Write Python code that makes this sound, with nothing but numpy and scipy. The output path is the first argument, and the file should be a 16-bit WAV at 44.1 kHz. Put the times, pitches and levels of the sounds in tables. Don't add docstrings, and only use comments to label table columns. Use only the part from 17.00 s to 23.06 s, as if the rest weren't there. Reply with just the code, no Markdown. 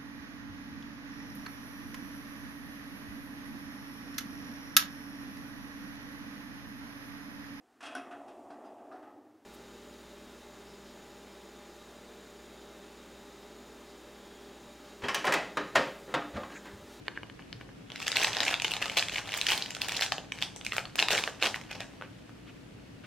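import sys
import numpy as np
from scipy import signal
from scipy.fft import rfft, irfft, next_fast_len
from scipy.io import wavfile
from scipy.ndimage import uniform_filter1d

SR = 44100
rng = np.random.default_rng(int(sys.argv[2]) if len(sys.argv) > 2 else 0)


def transcribe(signal):
    frames = np.atleast_2d(signal).T
    limited = np.clip(frames, -1, 1)
    pcm = np.round(limited * 32767).astype(np.int16)
    wavfile.write(sys.argv[1], SR, pcm)


N = 267245
TIME = np.arange(N) / SR
CLICK_LEN, LONG_LEN = 1024, next_fast_len(N, real=True)
CLICK_HZ, LONG_HZ = np.fft.rfftfreq(CLICK_LEN, 1 / SR), np.fft.rfftfreq(LONG_LEN, 1 / SR)


# t/s, level/dB, ring f/Hz, ring boost/dB, low thud/dB, high tick/dB
BIG_CREASES = [(0.9018, -41, 3070, 8, 5, -4), (0.9187, -38.5, 3370, 6, 6, -3),
               (0.959, -35, 1440, 5, -15, -5), (1.0016, -37, 1020, 14, -18, -22),
               (1.0272, -34, 2470, 8, 8, 6), (1.0675, -29.5, 3800, 0, -11, 0),
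               (1.08, -23.5, 1530, 13, -21, 3.5), (1.1176, -26, 4400, 5, 3, -3.5),
               (1.127, -32.5, 1750, 14, -10, -8), (1.158, -28, 4040, 13, 15, -8),
               (1.1625, -24.5, 4250, 12, -5, -10), (1.1688, -20, 2330, 17, -6, 8),
               (1.228, -24.5, 1940, 20, -17, -4), (1.2333, -29, 1100, 2, -18, 30),
               (1.245, -20.5, 920, 15, -28.5, -11), (1.247, -23, 920, 9, -10, -6),
               (1.27, -27.5, 1400, 6, -4, -11), (1.2798, -30.5, 1570, 14, 10, 11),
               (1.3313, -30.5, 3580, 14, 7, 8), (1.3681, -25.5, 4400, 4, -1, -9),
               (1.404, -21.5, 4400, 7.5, 8, 0), (1.4313, -26.5, 1960, 4, -18, -12),
               (1.451, -31, 1500, 10, -16, 5), (1.4646, -31, 2360, 5, -3, -14),
               (1.4802, -22, 2740, 17, 9, 1), (1.531, -30.5, 1700, 10, 19, -16),
               (1.5408, -21.5, 2800, 2.5, -10, -19), (1.599, -29, 2460, 6, -26, -8),
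               (1.62, -27, 2570, 9, 6, 7.5), (1.6456, -23, 2800, 16, 16.5, 10),
               (1.649, -24.5, 2650, 23, 0, 1), (1.68, -31.5, 820, 12, -16, -4),
               (1.717, -26, 2890, 16, 13, 5), (1.7371, -27, 3440, 14, 13, 0), (1.766, -30, 3400, 6, 5, -2),
               (1.8243, -24, 2400, 7, 1, -4), (1.857, -29, 814, 9, -4.5, -5),
               (1.8977, -29.5, 2530, 18, 17.5, 8), (1.971, -22.5, 2700, 6, 3, -5),
               (1.977, -23.5, 3860, 13, 16, 2), (1.9848, -24.5, 3260, 16, -17, 5),
               (1.9938, -24.5, 4370, 33, 3, 0), (2.0249, -25, 2360, 18, 3, -6),
               (2.084, -30, 2080, 8, -11, 0), (2.0956, -31.5, 2050, 5, -9, -6),
               (2.129, -43, 2370, 9, -4, -5), (2.158, -27, 2520, 22, 12, -3),
               (2.1818, -27, 2260, 9, -5, -13), (2.32, -32, 2560, 14, 13, 8),
               (2.3297, -34, 2200, 10, -2, -2), (2.3396, -27, 2130, 4.5, -6.5, -13),
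               (2.374, -33, 1530, 19, 1, 19), (2.4136, -23, 3170, 16, -10, 6.5),
               (2.467, -21.5, 2640, 9.5, -19, -2), (2.489, -25.5, 2540, 24, -8, -5),
               (2.5024, -24, 2830, 16, -5, 0), (2.5188, -22, 3030, 4, 1, -2), (2.526, -31, 2450, 7, 6, -2),
               (2.577, -29.5, 4500, 7, -3, -6), (2.6229, -27.5, 4100, 31, -16, -7),
               (2.6601, -34.5, 2880, 14, -4, 3), (2.706, -33.5, 2000, 14, 0, 9),
               (2.7494, -33.5, 3370, 5, -13, 4), (2.767, -37, 1470, 8, 6, 2),
               (2.817, -24, 4500, 8, -15, -9), (2.8846, -30.5, 1500, 1, 2, -1),
               (2.8934, -29.5, 2630, 2, 3, -9), (2.9198, -30, 2110, 8, 7, 7),
               (2.9464, -32.5, 3130, 16, -11, -7), (2.9665, -28.5, 3540, 18, -11, 15),
               (2.97, -29.5, 4060, 10, -12, 5), (2.9932, -31.5, 1720, 15, 11, -10),
               (3.0096, -25.5, 4530, 11, 8, 1), (3.0215, -23.5, 1800, 11, 6, -4),
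               (3.03, -28.5, 2220, 0, -10, -23), (3.0625, -34, 3130, -3, -7, -6),
               (3.1207, -22, 1040, 18.5, -15, -8), (3.1811, -31.5, 1760, 1, 9, -10),
               (3.3204, -28.5, 2330, 12, -3, 0.5), (3.387, -40.5, 2130, 9, -14, -3),
               (3.4166, -36, 3120, 4, -8, 3), (3.424, -22.5, 3100, 9.5, -5, -2),
               (3.5616, -39, 7800, 8.5, 18, 8), (3.612, -40, 1950, 11, 1, -8),
               (3.649, -36, 3030, 15, 7, 19), (3.665, -27.5, 2030, 10.5, -2, 1.5),
               (3.7209, -27, 2160, 7.5, 2, -24), (3.7327, -35.5, 1390, 14, 3, 8),
               (3.766, -30, 1500, 8, 1, 0), (3.7815, -22.5, 1970, 15.5, 13, -8),
               (3.8537, -36.5, 1210, 9, -15, -12), (3.956, -33.0, 1350, 1, 1, -2),
               (3.991, -18.5, 2470, 14, -18, -3), (3.999, -21, 2700, 4, -1, -5),
               (4.0253, -19.5, 2900, 11, 10, -5), (4.0849, -22, 1410, 8, -10, -4.5),
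               (4.1059, -23, 3320, 9, 11, 1), (4.1344, -27, 830, -3, 27, -4),
               (4.1496, -25, 1940, 19, -2, 7), (4.178, -22.5, 2200, 20, -3, -3),
               (4.186, -28, 1860, 4, 2, -11), (4.238, -25, 2840, 10, 2, -3),
               (4.276, -26.5, 1400, 8.5, 7, -17), (4.4253, -21, 1500, -1, -2, -15),
               (4.432, -27, 1600, 2, -16, -2), (4.442, -31, 3030, 6, 16, -2),
               (4.4604, -24, 2400, 17, 1, -8), (4.4699, -27.5, 2400, 5, -10, -9),
               (4.543, -28.5, 1800, 30, 3, -5), (4.613, -42.0, 2030, 11, 7, 7),
               (4.7132, -36, 2470, 14.5, 22, 8.5), (4.8046, -34.5, 2440, 2, 5, 2)]
def big_creases():
    out = np.zeros((2, N))
    for t, db, ring_hz, ring_db, thud_db, tick_db in BIG_CREASES:
        add(out, t, snap(db, crease_tone(thud_db, tick_db), ring_hz, ring_db))
    return out


def small_creases(rustle_db, start_s=.9, end_s=4.8, count=95):
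    out = np.zeros((2, N))
    times = start_s + (end_s - start_s) * (np.arange(count) + rng.random(count)) / count
    for t, (softness, pitch, breadth) in zip(times, np.clip(rng.standard_normal((count, 3)), -2, 2)):
        db = min(np.interp(t, TIME, rustle_db) + 2 - 3.5 * softness, -30)
        tone_db = crease_tone(thud_db=5 * breadth, tick_db=-2)
        add(out, t, snap(db, tone_db, ring_hz=2700 * 2 ** (.63 * pitch), ring_db=9))
    return out


# f/Hz, level/dB
CREASE_TONE = [(60, -25), (200, -31.5), (400, -9), (700, -2), (1000, -4.5), (1400, -4.5), (1900, -2),
               (2700, 1.5), (3750, -1), (5250, -4), (7600, -9.5), (10300, -17), (12500, -19), (15500, -35)]
def crease_tone(thud_db, tick_db, thud_hz=1100, lowest_hz=205, tick_hz=5000):
    thud = 1 / (1 + (CLICK_HZ / thud_hz) ** 3) / (1 + (lowest_hz / (CLICK_HZ + 1)) ** 4)
    tick = 1 - 1 / (1 + (CLICK_HZ / tick_hz) ** 10)
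    return value_at(CREASE_TONE, CLICK_HZ) + thud_db * thud + tick_db * tick


def snap(db, tone_db, ring_hz, ring_db, slip_size=.69, slips_s=.0017, damp_s=.045):
    ring_width = .15 * np.sqrt(max(ring_db, 8))
    click = flex_click(tone_db, ring_hz, ring_db, ripple_db=2.6, smear_s=.00052, octaves=ring_width)
    sound = click.copy()
    for delay, size in zip(slips_s * rng.uniform(.25, 1, size=3), rng.standard_normal(size=3)):
        add(sound, delay, slip_size * np.tanh(size) * click)
    sound *= np.exp(-(TIME[:CLICK_LEN] / damp_s) ** 2)
    return at_level(sound, db)


def flex_click(tone_db, ring_hz, ring_db, ripple_db, smear_s, octaves=.4, scatter_hz=6000):
    ring = ring_db * np.exp(-(np.log2((CLICK_HZ + 1) / ring_hz) / octaves) ** 2)
    chance = rng.standard_normal((2, 2, len(CLICK_HZ)))
    ripples, paths = unit_level(uniform_filter1d(uniform_filter1d(chance, size=11), size=8))
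    spectra = rfft([sharpest_click(tone_db + ring + ripple_db * ripple) for ripple in ripples])
    delay = smear_s * abs(paths) * (1 + (np.minimum(CLICK_HZ, 2 * scatter_hz) / scatter_hz) ** 2 / 2)
    spectra *= np.exp(-2j * np.pi * np.cumsum(delay, axis=1) * CLICK_HZ[1])
    fade = np.minimum(np.linspace(2, 0, CLICK_LEN), 1)
    click = irfft(stereo(spectra, mic_likeness(CLICK_HZ))) * fade
    return click * np.sqrt(2) / np.linalg.norm(click)


# t/s, level/dB
HOLDING_RUSTLE = [(0, -63), (.84, -64.5), (1.0, -47.5), (3.05, -50), (3.25, -62.5), (4.4, -56),
                  (4.8, -57.5), (5.15, -62.5), (6.06, -67.5)]
# t/s, hold/s, level/dB, brightness/dB
FINGER_SQUEEZES = [(.06, .005, -53, -8), (0.159, .008, -55, -17), (.394, 0.0042, -57, -10),
                   (0.608, 0.0053, -54, -9), (1.002, 0.016, -39.5, 9), (1.072, 0.0046, -34, -1),
                   (1.157, 0.075, -30, 0.5), (1.266, 0.11, -38, -5), (1.395, 0.035, -35, -6),
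                   (1.466, 0.048, -32, -1.5), (1.646, 0.12, -41, 1), (1.817, 0.0042, -33, -3),
                   (1.86, 0.075, -41, 3), (1.974, 0.0073, -25.5, 4.5), (2.124, 0.055, -35.5, 2.5),
                   (2.257, 0.037, -42, 0), (2.317, 0.18, -40, 4.5), (2.486, 0.05, -27.5, 3.5),
                   (2.56, 0.088, -44, 7), (2.69, 0.016, -55, 30), (2.805, 0.24, -40.5, 2),
                   (3.014, 0.014, -29.5, 9.5), (3.354, 0.027, -47.5, -1), (3.414, 0.015, -37.5, 4.5),
                   (3.65, 0.045, -50, 10), (3.731, 0.048, -42, 6), (3.986, 0.028, -30.5, 1.5),
                   (4.105, 0.036, -28, 5), (4.173, 0.015, -31, 4), (4.234, 0.051, -44, 7),
                   (4.424, 0.042, -28.5, 0.5), (4.546, 0.0073, -42, 4), (4.707, 0.049, -44, -6),
                   (4.806, 0.0088, -41.5, -8)]
def handling(press_db_per_s=1200, ease_db_per_s=447, slack_bright_db=-2):
    t = np.arange(0, N / SR, .001)
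    power = amp(np.interp(t, *np.transpose(HOLDING_RUSTLE))) ** 2
    brightness = slack_bright_db * power
    for start, hold, db, bright_db in FINGER_SQUEEZES:
        before, after = np.maximum(start - t, 0), np.maximum(t - start - hold, 0)
        squeeze = amp(db - press_db_per_s * before - ease_db_per_s * after) ** 2
        power += squeeze
        brightness += bright_db * squeeze
    return np.interp(TIME, t, 10 * np.log10(power)), np.interp(TIME, t, brightness / power)


# f/Hz, level/dB
RUSTLE_TONE = [(60, -42), (200, -16.5), (450, -4), (750, -1), (1100, -6), (1700, -1.5), (2500, -0.5),
               (3700, -6), (5200, -6.5), (7800, -14), (10200, -16), (12500, -22), (15500, -32)]
def crinkle(rustle_db, pops_per_s=420, kinds=36):
    sizes = amp(.5 * np.minimum(rng.exponential(1, N), 3.2)) * rng.choice([-1, 1], N)
    pops = unit_level(sizes * (rng.random(N) < pops_per_s / SR)) * amp(rustle_db - 2)
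    grip = wobble(2000)
    kind = np.floor(kinds * (.5 + .2 * grip + .2 * rng.standard_normal(N))) % kinds
    clicks = [flex_click(value_at(RUSTLE_TONE, CLICK_HZ), hz, ring_db=6, ripple_db=6, smear_s=.000453)
              for hz in np.geomspace(1200, 5000, kinds)]
    out = np.zeros((2, N))
    for i in np.flatnonzero(pops):
        add(out, TIME[i], pops[i] * clicks[int(kind[i])])
    return out


def sliding_hiss(rustle_db):
    return noise(RUSTLE_TONE, mic_likeness(LONG_HZ)) * amp(rustle_db - 15)


# t/s, level/dB, fade time/s
PINCHES = [(1.166, -37, .005), (1.225, -46, .02), (1.712, -40.5, 0.0078), (1.823, -38, 0.0018),
           (1.97, -38, 0.012), (2.34, -34, .002), (2.371, -35, 0.0068), (2.505, -39, 0.023),
           (2.577, -34, .002), (2.816, -36, 0.0057), (2.883, -37.5, 0.0083), (3.007, -38, .005),
           (3.766, -43, 0.014), (3.957, -34, 0.0029), (4.105, -42, 0.011), (4.432, -53, .025)]
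# f/Hz, level/dB
FIZZ_TONE = [(3000, -39), (8000, 0), (10300, -1.5), (12300, -3.5), (15500, -11)]
def fizz(boost_db=3, grains_per_s=6000):
    bursts = sum(amp(db) * (TIME > t) * np.exp(-abs(TIME - t) / fade) for t, db, fade in PINCHES)
    grains = unit_level(rng.standard_normal(N) * (rng.random(N) < grains_per_s / SR)) * bursts
    click = flex_click(value_at(FIZZ_TONE, CLICK_HZ), 12300, ring_db=0, ripple_db=1, smear_s=.0002)
    return amp(boost_db) * signal.oaconvolve(grains[None], click, axes=1)[:, :N]


# t/s, level/dB, ring f/Hz, ring boost/dB,
# hardness/dB per octave (nail +, fingertip -), top f/Hz
KEYRING_TAPS = [(0.0817, -27.5, 1880, 3.5, 0.5, 4500), (.1747, -32, 1670, 11.5, 0, 2880),
                (0.2324, -38.5, 1680, -11, 0.5, 3220), (0.2987, -43, 1910, 2, 2, 4040),
                (0.3941, -45, 1580, 6, -1, 3100), (.422, -50, 2900, 8, 3, 3300),
                (.5283, -37, 4640, -4, 8, 5360), (.612, -42.5, 1450, 1, -1, 3150),
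                (.691, -48, 1520, 6, -4.5, 3000)]
def keyring_taps(bounce_s=.0015, bounce_size=.35):
    out = np.zeros((2, N))
    octaves = np.log2(np.clip(CLICK_HZ, 400, 4500) / 2000)
    for t, db, ring_hz, ring_db, hardness, top_hz in KEYRING_TAPS:
        tone_db = keyring_tone(top_hz) + hardness * octaves
        click = flex_click(tone_db, ring_hz, ring_db, ripple_db=1, smear_s=.0002)
        sound = click.copy()
        add(sound, bounce_s, -bounce_size * click)
        add(out, t, at_level(sound, db))
    return out


# f/Hz, width/Hz, level/dB
KEYRING_RINGS = [(463, 530, 0), (1060, 700, -3.5), (1640, 750, -0.5), (2100, 430, -4), (2900, 230, 1.5),
                 (4230, 550, -1.5)]
def keyring_tone(top_hz, nail_tick_db=-9):
    f = CLICK_HZ + 1
    body = sum(amp(db) / (1 + 1j * (f ** 2 - hz ** 2) / (f * width)) for hz, width, db in KEYRING_RINGS)
    contact = 1 / (1 + (f / top_hz) ** 16) + amp(nail_tick_db) / (1 + (f / top_hz) ** 2)
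    return 20 * np.log10(abs(body) * contact)


# f/Hz, level/dB
CARD_TONE = [(60, -25), (400, 3), (720, 0.5), (1000, -1.5), (1450, 3.5), (1900, -5.5), (2500, -2),
             (3200, -9.5), (4200, -19), (15500, -45)]
# t/s, level/dB
CARD_HITS = [(5.012, -39), (5.0221, -35.5), (5.294, -48.5)]
# t/s, length/s, level/dB, brightness/dB
CARD_DRAGS = [(4.102, 0.074, -35.5, 7), (4.42, 0.063, -31, 5.5), (5.016, 0.044, -48, 2),
              (5.452, 0.062, -54, 21), (6.032, 0.027, -48, 10)]
def cards(rough_db=1):
    out = np.zeros((2, N))
    tone_db = value_at(CARD_TONE, CLICK_HZ)
    for t, db in CARD_HITS:
        add(out, t, snap(db, tone_db, ring_hz=1300, ring_db=4, slip_size=.5, slips_s=.003, damp_s=.005))
    for t, length, db, bright_db in CARD_DRAGS:
        stroke = np.sin(np.pi * np.clip((TIME - t) / length, 0, 1) ** 1.4)
        catches = amp(rough_db * wobble(120))
        scrape = brighten(noise(CARD_TONE, mic_likeness(LONG_HZ)), bright_db, split_hz=1900)
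        out += amp(db) * stroke * unit_level(catches * scrape)
    return out


# f/Hz, time to fade by 60 dB/s
ECHO_FADE = [(200, 0.44), (800, 0.4), (2500, 0.27), (6000, 0.39), (14000, 0.35)]
# f/Hz, level/dB
ECHO_TONE = [(150, 11), (400, 7), (1000, 8), (2500, 2), (4500, 5), (6000, 8.5), (9000, 10), (14000, -1)]
def echo_pattern(echoes_per_s=5000, first_s=.0047, early_db=4, early_s=.02):
    t = np.arange(SR // 2) / SR
    echoes = rng.choice([-1., 1.], (2, len(t))) * (rng.random((2, len(t))) < echoes_per_s / SR)
    echoes *= (t > first_s) * amp(early_db * np.exp(-t / early_s))
    hz, age_s, bands = signal.stft(echoes, SR, nperseg=256)
    bands = stereo(bands, mic_likeness(hz)[:, None])
    bands *= amp(value_at(ECHO_TONE, hz)[:, None] - 60 * age_s / value_at(ECHO_FADE, hz)[:, None])
    tail = signal.istft(bands, SR, nperseg=256)[1]
    midrange = abs(rfft(tail))[:, 500:2500]
    return tail / np.sqrt(np.mean(midrange ** 2))


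def room_echo(sound, level_db=-7, move_s=.2519, places=8):
    out = np.zeros((2, N))
    for place in range(places):
        distance = abs((TIME / move_s - place + places / 2) % places - places / 2)
        share = np.cos(np.pi / 2 * np.minimum(distance, 1))
        out += signal.oaconvolve((sound * share)[None], echo_pattern(), axes=1)[:, :N]
    return amp(level_db) * out


# f/Hz, level/dB
RUMBLE_TONE = [(20, -30), (48, -9), (76, -13), (115, 0.35), (142, -7), (175, -3), (230, -7), (285, -2),
               (340, -10), (500, -13), (900, -22), (2500, -24), (6000, -34.5), (12000, -44), (15500, -55)]
# f/Hz, likeness (0 unrelated, 1 the same)
RUMBLE_LIKENESS = [(60, 0.98), (160, 0.99), (270, 0.05), (6000, 0.019), (15000, 0.56)]
# f/Hz, level/dB
RUMBLE_LEAN = [(170, -0.4), (270, 4), (500, .5)]
# f/Hz, level/dB
MAINS_HUM = [(59.3, -66)]
def room_background(rumble_db=-50):
    hum = sum(amp(db) * np.sqrt(2) * np.sin(2 * np.pi * (f * TIME + rng.random())) for f, db in MAINS_HUM)
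    rumble = noise(RUMBLE_TONE, value_at(RUMBLE_LIKENESS, LONG_HZ))
    lean = amp(value_at(RUMBLE_LEAN, LONG_HZ) * np.array([[.5], [-.5]]))
    return amp(rumble_db) * filtered(rumble, lean) + hum


# f/Hz, likeness (1 the same, -1 opposite)
MIC_LIKENESS = [(300, 1), (600, 0.98), (1800, 1), (3300, 0.98), (4500, 0.55), (5600, 0.12), (7000, 0.17),
                (8200, -0.34), (10200, -0.97), (11800, -0.46), (14500, 0.37)]
def mic_likeness(hz):
    return value_at(MIC_LIKENESS, hz)


def stereo(spectra, likeness):
    shared, side = np.sqrt((1 + likeness) / 2) * spectra[0], np.sqrt((1 - likeness) / 2) * spectra[1]
    return np.array([shared + side, shared - side])


def noise(tone, likeness):
    spectra = stereo(rfft(rng.standard_normal((2, LONG_LEN))), likeness)
    return unit_level(irfft(spectra * amp(value_at(tone, LONG_HZ)), LONG_LEN)[:, :N])


def brighten(sound, bright_db, split_hz):
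    tilt = amp(bright_db / 2)
    low = filtered(sound, 1 / (1 + (LONG_HZ / split_hz) ** 4))
    return low / tilt + (sound - low) * tilt


def filtered(sound, gains):
    return irfft(rfft(sound, LONG_LEN) * gains, LONG_LEN)[:, :N]


def sharpest_click(tone_db):
    log_gain = np.log(amp(np.maximum(tone_db, -100)))
    mirrored = np.r_[log_gain, log_gain[-2:0:-1]]
    return irfft(np.exp(np.conj(signal.hilbert(mirrored)))[:len(CLICK_HZ)])


def at_level(click, db, span_s=.004):
    return amp(db) * np.sqrt(2 * round(span_s * SR)) * click / np.linalg.norm(click)


def wobble(samples):
    return unit_level(uniform_filter1d(rng.standard_normal(N), size=samples))


def unit_level(sound):
    return sound / np.sqrt(np.mean(sound ** 2) + 1e-20)


def value_at(table, hz):
    f, value = np.transpose(table)
    return np.interp(np.log(hz + 1), np.log(f + 1), value)


def amp(db):
    return 10 ** (np.asarray(db) / 20)


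def add(mix, start_s, sound):
    part = mix[:, max(round(start_s * SR), 0):][:, :sound.shape[1]]
    part += sound[:, :part.shape[1]]


def scene():
    rustle_db, bright_db = handling()
    rustle = brighten(crinkle(rustle_db) + sliding_hiss(rustle_db), bright_db, split_hz=3000)
    sleeve = big_creases() + small_creases(rustle_db) + rustle + fizz()
    objects = keyring_taps() + cards()
    echo = room_echo(sleeve[0] + amp(-4) * objects[0])
    return sleeve + objects + echo + room_background()


def record(dry, top_hz=16000):
    low_pass = signal.firwin(401, top_hz, window=("kaiser", 8), fs=SR)
    return signal.oaconvolve(dry, low_pass[None], "same")


dry = scene()
out = record(dry)
transcribe(out)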